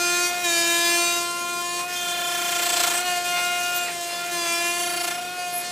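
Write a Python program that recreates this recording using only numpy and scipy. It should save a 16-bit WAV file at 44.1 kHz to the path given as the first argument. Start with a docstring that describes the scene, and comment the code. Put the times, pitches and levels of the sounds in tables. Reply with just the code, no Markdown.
"""A CNC router's two-flute cutter whines through an aluminium sheet, close by in a workshop. It turns about
350 times a second and sags under load; single harmonics squeal as the sheet resonates. Chips scrape off
on every turn, and twice the cutter shudders in the slot. Stroke by stroke it bites and eases off in the
corners, while the microphone moves around the dust hose. A dust extractor drones underneath."""
import sys
import numpy as np
from scipy import signal
from scipy.fft import rfft, irfft, next_fast_len
from scipy.io import wavfile
from scipy.ndimage import uniform_filter1d

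SR = 44100
rng = np.random.default_rng(int(sys.argv[2]) if len(sys.argv) > 2 else 0)


def persist_wave(psi):
    """Save psi, clipped to +-1, as 16-bit WAV."""
    counts = np.round(np.clip(psi, -1, 1) * 32767).astype(np.int16)
    wavfile.write(sys.argv[1], SR, np.atleast_2d(counts).T)


N = 251811
PADDED = next_fast_len(N)
TIME, FREQ = np.arange(N) / SR, np.fft.rfftfreq(PADDED, 1 / SR)


def whine(hz, turns, swing, force, cut, wander_db=1.22, flutter_db=1.2, jitter_rad=0.014, bend_rad=0.23):
    """The cutter sings in harmonics of the spindle, each with its own way through the sheet."""
    # The tone colour of the whine. Each row: frequency in Hz, gain in dB.
    whine_colour = [(1050, -2), (1750, 0), (2100, -1), (2450, 0), (2800, 0.5), (3500, -3.5), (4200, 1),
                    (6000, -2.5), (8500, -3.5), (11000, -3), (15000, -16)]
    # the flutes meet the metal a little early or late, which blurs the high harmonics
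    angle = 2 * np.pi * (turns % 1) + jitter_rad * walk(110)
    out = 0
    for order in range(1, 31):
        lag, phase = rng.standard_normal(), rng.uniform(0, 2 * np.pi)
        if order == 1:
            db = cut["hum"]
        elif order == 2:
            db = cut["flute"] + 2.5 * np.abs(swing)  # a shudder lifts the flute tone
        else:
            # the sheet's response changes as the cutter travels over it, most for the short waves
            wander = wander_db * np.sqrt(min(order / 2, 10)) * walk(7.4)
            harmonic_hz = order * hz.mean()
            colour = spectrum(whine_colour, harmonic_hz) + cut["ring"] * sheet_resonance(harmonic_hz)
            db = cut["whine" if order <= 10 else "shrill"] + colour + wander
        gain = squeal_gain(order, db) * undb(flutter_db * walk(25.6))
        # a slight shudder chops and bends each harmonic at its own moment; a hard one pulls them in step
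        own_swing = swing * np.exp(1j * ((1.6 - 1.3 * force) * lag - 1.8 / order))
        depth = .58 * (order > 2) * (1 - force) + .7 * force
        bend = bend_rad * np.sqrt(order) * (own_swing * np.exp(1j * phase)).imag
        out = out + np.sqrt(2) * gain * throb(own_swing, depth) * np.sin(order * angle + phase + bend)
    return out


def sheet_resonance(hz):
    """How close a frequency lies to a ringing mode of the sheet, from 0 to 1."""
    # The sheet's two main modes. Each row: frequency in Hz, width in Hz.
    modes = [(1410, 85), (2480, 130)]
    return sum(np.exp(-((hz - mode_hz) / width_hz) ** 2) for mode_hz, width_hz in modes)


def squeal_gain(order, db, drain_db=-5, fade_s=0.012):
    """Gain of one harmonic: it squeals when it locks onto a resonance, and dips when a neighbour does."""
    # The squeals. Each row: start and end in seconds, multiple of the spindle speed, level in dB.
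    squeals = [(0.0, 0.27, 7, -29.5), (0.0, 0.267, 18, -32.5), (0.435, 1.128, 7, -30),
               (0.44, 0.84, 11, -31), (0.444, 0.967, 5, -30), (0.53, 0.78, 20, -33),
               (0.778, 1.179, 18, -34.5), (0.887, 1.064, 25, -31.5), (0.894, 1.198, 8, -33),
               (0.963, 1.85, 3, -34.5), (0.974, 1.614, 4, -35), (1.0, 1.19, 11, -33),
               (1.405, 2.969, 7, -37.5), (1.95, 2.92, 9, -36), (1.957, 2.902, 10, -36.5),
               (3.27, 3.87, 7, -34), (3.272, 3.87, 8, -35), (3.323, 3.6, 6, -33.5),
               (4.346, 4.814, 3, -36.5), (4.375, 4.616, 10, -37), (4.38, 4.62, 14, -35.5),
               (4.734, 5.059, 13, -38)]
    gain = undb(db)
    for start, end, multiple, _ in squeals:
        if order > 2 and abs(multiple - order) == 1:
            during = slice(int(start * SR), int(end * SR))
            gain[during] = undb(db[during] + drain_db)
    for start, end, multiple, squeal_db in squeals:
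        if multiple == order:
            gain[int(start * SR):int(end * SR)] = undb(squeal_db)
    return uniform_filter1d(gain, size=int(fade_s * SR))


def tool_path(bite_s=0.02, release_s=0.06, flute_share=0.65):
    """Fader curves in dB for the layers of the cut: each stroke bites, holds and eases into a corner."""
    # The straight strokes. Each row: start and end in seconds, then base levels in dB for once-a-turn
    # hum, flute tone, each whine harmonic, each shrill harmonic, boost at the sheet's modes, hiss, rasp.
    strokes = [(-0.1, 0.294, -32, -32.5, -34.5, -37.5, 6.5, -26.5, -28.5),
               (0.44, 1.828, -32, -32, -33, -37.5, -2, -25, -28.5),
               (1.889, 3.004, -39.5, -32.5, -36, -43, 4, -25.5, -26.5),
               (3.056, 3.207, -38.5, -26, -34, -40, 2.5, -27, -27.5),
               (3.248, 3.86, -40.5, -27.5, -34.5, -41.5, 8, -25.5, -26),
               (3.91, 4.18, -40, -31.5, -37.5, -43, -5.5, -29.5, -29),
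               (4.318, 5.152, -33.5, -31.5, -35, -40.5, 3, -26.5, -27.5),
               (5.382, 5.594, -43.4, -27, -37.5, -42, 4, -29, -28),
               (5.638, 5.8, -46, -31, -35, -38.5, -2, -29.5, -28)]
    # The cutter eases off between strokes. One row: the same seven levels in dB, from hum to rasp.
    corner = (-42, -31, -41, -46.5, 7.5, -30.5, -27)
    # The microphone moves away, behind the dust hose and back. Each row: time in seconds, gain in dB.
    nearness = [(0, -2.5), (1.0, -1), (1.18, -5), (1.35, -10), (1.65, -9.5), (2.0, -6), (2.8, -1.5),
                (3.4, -5), (4.0, -6), (4.6, -3.5), (5.2, -8), (5.71, -8.5)]
    engaged = np.array([np.clip(np.minimum((TIME - start) / bite_s, (end - TIME) / release_s) + .5, 0, 1)
                        for start, end, *_ in strokes])
    corner_db, stroke_db = np.array(corner)[:, None], np.array(strokes).T[2:]
    hum, flute, tones, shrill, ring, hiss, rasp = corner_db + (stroke_db - corner_db) @ engaged
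    near = curve(nearness)
    # the whole machine radiates the flute tone, so it follows only a share of the microphone's move
    return dict(hum=hum + near, flute=flute + flute_share * near, whine=tones + near,
                shrill=shrill + near, ring=ring, hiss=hiss + near, rasp=rasp + near)


def shudder():
    """The cutter's swing as a rotating vector, and how hard it digs in (0-1); a hard shudder is slower."""
    # The cutter shudders in the slot. Each row: start, hardest moment and end in seconds,
    # rate at its hardest in Hz, extra rate when slight in Hz.
    shudders = [(1.898, 2.877, 3.06, 28.4, 8.4), (4.724, 5.081, 5.32, 28.46, 1.98)]
    swing, force = 0, 0
    for start, hardest, end, rate_hz, extra_hz in shudders:
        ramp = np.interp(TIME, [start, hardest, end], [0, 1, 0])
        cycles = np.cumsum(rate_hz + extra_hz * (1 - ramp) ** 4) / SR
        cycles -= np.interp(hardest, TIME, cycles)  # a crest lands on the hardest moment
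        swing = swing + np.minimum(ramp / .27, 1) * np.exp(2j * np.pi * cycles)
        force = force + ramp ** 2
    return swing, force


def throb(swing, depth):
    """Tremolo of a swinging bite: broad tops, narrow dips, and the same mean power."""
    depth = np.clip(depth, 0, 1)
    return (1 + depth * swing.real) / np.sqrt(1 + (depth * np.abs(swing)) ** 2 / 2)


def chips(turns, force, cut, turn_db=2.8, flute_db=2.7, chip_db=1.0, hiss_trim_db=-1, rasp_trim_db=-7.5):
    """Each turn tears off a chip of its own size: a puff of hiss, and a rasp the ringing sheet evens out."""
    # The colours of the chip hiss and the sheet's rasp. Each row: frequency in Hz, relative level in dB.
    hiss_colour = [(1500, -15.5), (3500, -5), (4800, -5.5), (6500, -0.5), (8400, -0.5), (9700, -3.5),
                   (11500, -2.5), (13000, -4.5), (15700, -6.5)]
    rasp_colour = [(100, -38), (250, -25), (500, -6.5), (900, -2.5), (1700, -2.5), (2500, 1.5),
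                   (3300, -5.5), (4200, -2), (5500, -10.5), (9000, -51)]
    # a shudder pushes up the hiss, and the rasp even more
    hiss_gain = undb(cut["hiss"] + 3.5 * force)
    rasp_gain = np.hypot(undb(cut["rasp"] + 8.5 * force), scrapes())
    size = rng.standard_normal(4096)[turns.astype(int)]
    bite = undb(turn_db * np.cos(2 * np.pi * turns) + flute_db * np.cos(4 * np.pi * turns) + chip_db * size)
    bite /= np.sqrt(np.mean(bite ** 2))
    hiss = noise(hiss_colour, drift_db=.9, drift_rate=14) * undb(hiss_trim_db + .6 * walk(24)) * bite
    rasp = noise(rasp_colour, drift_db=1.3, drift_rate=10) * undb(rasp_trim_db) * bite ** .3
    return hiss * hiss_gain + rasp * rasp_gain + sizzle() * bite


def scrapes(half_length_s=0.034):
    """Envelope of the extra rasp where the cutter catches and scrapes the sheet."""
    # The catches. Each row: time in seconds, peak gain in dB.
    catches = [(0.35, -45), (1.81, -29), (2.93, -23.5), (3.39, -22), (3.88, -24.5), (4.13, -28.5),
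               (4.46, -27), (5.63, -31)]
    return sum(undb(db) * np.exp(-((TIME - at) / half_length_s) ** 2) for at, db in catches)


def sizzle():
    """The hiss sharpens into short, narrow, bright swells."""
    # The swells. Each row: peak time and half-length in seconds, centre and half-width in Hz, level in dB.
    swells = [(1.69, 0.11, 7880, 3000, -45), (2.746, 0.3, 7700, 900, -31), (2.97, 0.045, 8464, 900, -29),
              (3.77, 0.031, 12900, 2510, -28), (4.862, 0.46, 10400, 1188, -34),
              (5.573, 0.07, 11000, 2507, -29)]
    out, white = 0, rfft(rng.standard_normal(PADDED))
    for at, half_length_s, centre_hz, half_width_hz, db in swells:
        band = irfft(white * np.exp(-2 * ((FREQ - centre_hz) / half_width_hz) ** 2), PADDED)[:N]
        envelope = undb(db) * np.exp(-2 * ((TIME - at) / half_length_s) ** 2)
        out = out + band / band.std() * envelope
    return out


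def extractor(air_db=-48):
    """The dust extractor: rushing air over the wavering drone of its suction fan."""
    # The tones of motor and fan. Each row: frequency in Hz, level in dB.
    tones = [(118.4, -64.5), (172.3, -59), (242.2, -59.5), (320.5, -68), (374.5, -58)]
    # The colour of the rushing air. Each row: frequency in Hz, relative level in dB.
    air_colour = [(25, -28), (42, -37), (60, -4), (100, -14.5), (160, 4.5), (205, -0.5), (260, 3),
                  (420, 4.5), (560, 6.5), (850, -11.5), (2000, -15.5), (8000, -61)]
    drone = sum(undb(db + 2 * walk(7.2)) * np.sin(2 * np.pi * hz * TIME + 0.52 * walk(2.2))
                for hz, db in tones)
    air = undb(air_db + 0.23 * walk(17.0)) * noise(air_colour)
    return air + np.sqrt(2) * drone


def workshop(x, t60_s=0.22, low_hz=150, damp_hz=4000):
    """A short, dull wash of reflections from the machine bed and the walls."""
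    t = TIME[:SR // 2]
    tail = rng.standard_normal(len(t)) * np.exp(-np.log(1000) * t / t60_s)
    walls = signal.butter(2, [low_hz, damp_hz], "band", fs=SR, output="sos")
    return signal.fftconvolve(x, signal.sosfilt(walls, tail / np.linalg.norm(tail)))[:N]


def noise(colour, drift_db=0., drift_rate=6.):
    """Coloured noise at rms 1, in six bands that can each swell and fade on their own."""
    coloured = rfft(rng.standard_normal(PADDED)) * undb(spectrum(colour, FREQ))
    band = np.clip(np.log2((FREQ + 1) / 375), 0, 5).astype(int)  # splits at octaves from 750 Hz up
    x = sum(irfft(coloured * (band == b), PADDED)[:N] * undb(drift_db * walk(drift_rate)) for b in range(6))
    return x / x.std()


def walk(rate):
    """A smooth random wobble that changes about rate times a second, with a spread of 1."""
    smoothing = np.exp(-(np.arange(2049) * SR / N / rate) ** 2)
    x = irfft(rfft(rng.standard_normal(4096)) * smoothing)
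    return np.interp(TIME, np.linspace(0, TIME[-1], len(x)), x / x.std())


def spectrum(points, hz):
    """An EQ curve in dB through (Hz, dB) points, on a log-frequency axis."""
    point_hz, db = np.transpose(points)
    return np.interp(np.log(hz + 1), np.log(point_hz), db)


def curve(points):
    """An automation curve: straight lines through (seconds, value) points."""
    return np.interp(TIME, *np.transpose(points))


def undb(db):
    """Decibels to gain."""
    return np.exp(np.asarray(db) * (np.log(10) / 20))


def scene(room_db=-14, chip_throb=0.38):
    """The cut sits in the middle; reflections arrive from the sides."""
    # The spindle sags under load and recovers. Each row: time in seconds, speed in turns per second.
    spindle_speed = [(0.0, 349.2), (0.42, 354.3), (0.5, 342), (0.58, 339.4), (1.07, 346), (1.8, 350.8),
                     (1.88, 356.4), (2.08, 350.3), (2.94, 349.6), (3.05, 359.6), (3.17, 353), (3.78, 353.3),
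                     (4.04, 345.7), (4.29, 350), (4.49, 340.6), (4.82, 350.3), (5.08, 349.8), (5.34, 360),
                     (5.6, 351.7), (5.71, 356.6)]
    hz = curve(spindle_speed)
    turns = np.cumsum(hz) / SR
    swing, force = shudder()
    cut = tool_path()
    tones = whine(hz, turns, swing, force, cut)
    scraping = chips(turns, force, cut) * throb(swing, chip_throb * force)
    machine = tones + scraping + extractor()
    side = undb(room_db) * workshop(machine)
    return np.array([machine + side, machine - side])


def record(dry, rumble_hz=53, top_hz=15750):
    """The microphone leans left in the mids and lags on the left up high; rumble and the very top are cut."""
    # The stereo tilt. Each row: frequency in Hz, level of the left side over the right in dB.
    left_gain = [(200, 0.014), (380, 2.7), (700, 1.8), (1500, 2), (2300, -0.027), (8000, -0.17)]
    # The treble lag. 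Each row: frequency in Hz, phase of the left side behind the right in turns.
    left_lag = [(8300, 0), (8900, .2), (9500, .5), (10200, .68), (11000, 1), (11450, 1.06), (12550, 1.5),
                (12950, 1.53), (13900, 2), (14350, 2), (15400, 2.5)]
    tilt_db = spectrum(left_gain, FREQ) / 2
    lag = np.exp(-2j * np.pi * np.interp(FREQ, *np.transpose(left_lag)))
    response = np.array([undb(tilt_db) * lag, undb(-tilt_db)])
    stereo = irfft(rfft(dry, PADDED) * response, PADDED)[:, :N]
    stereo = signal.sosfilt(signal.butter(4, rumble_hz, "high", fs=SR, output="sos"), stereo)
    return signal.sosfilt(signal.ellip(10, .2, 80, top_hz, fs=SR, output="sos"), stereo)


dry = scene()
out = record(dry)
persist_wave(out)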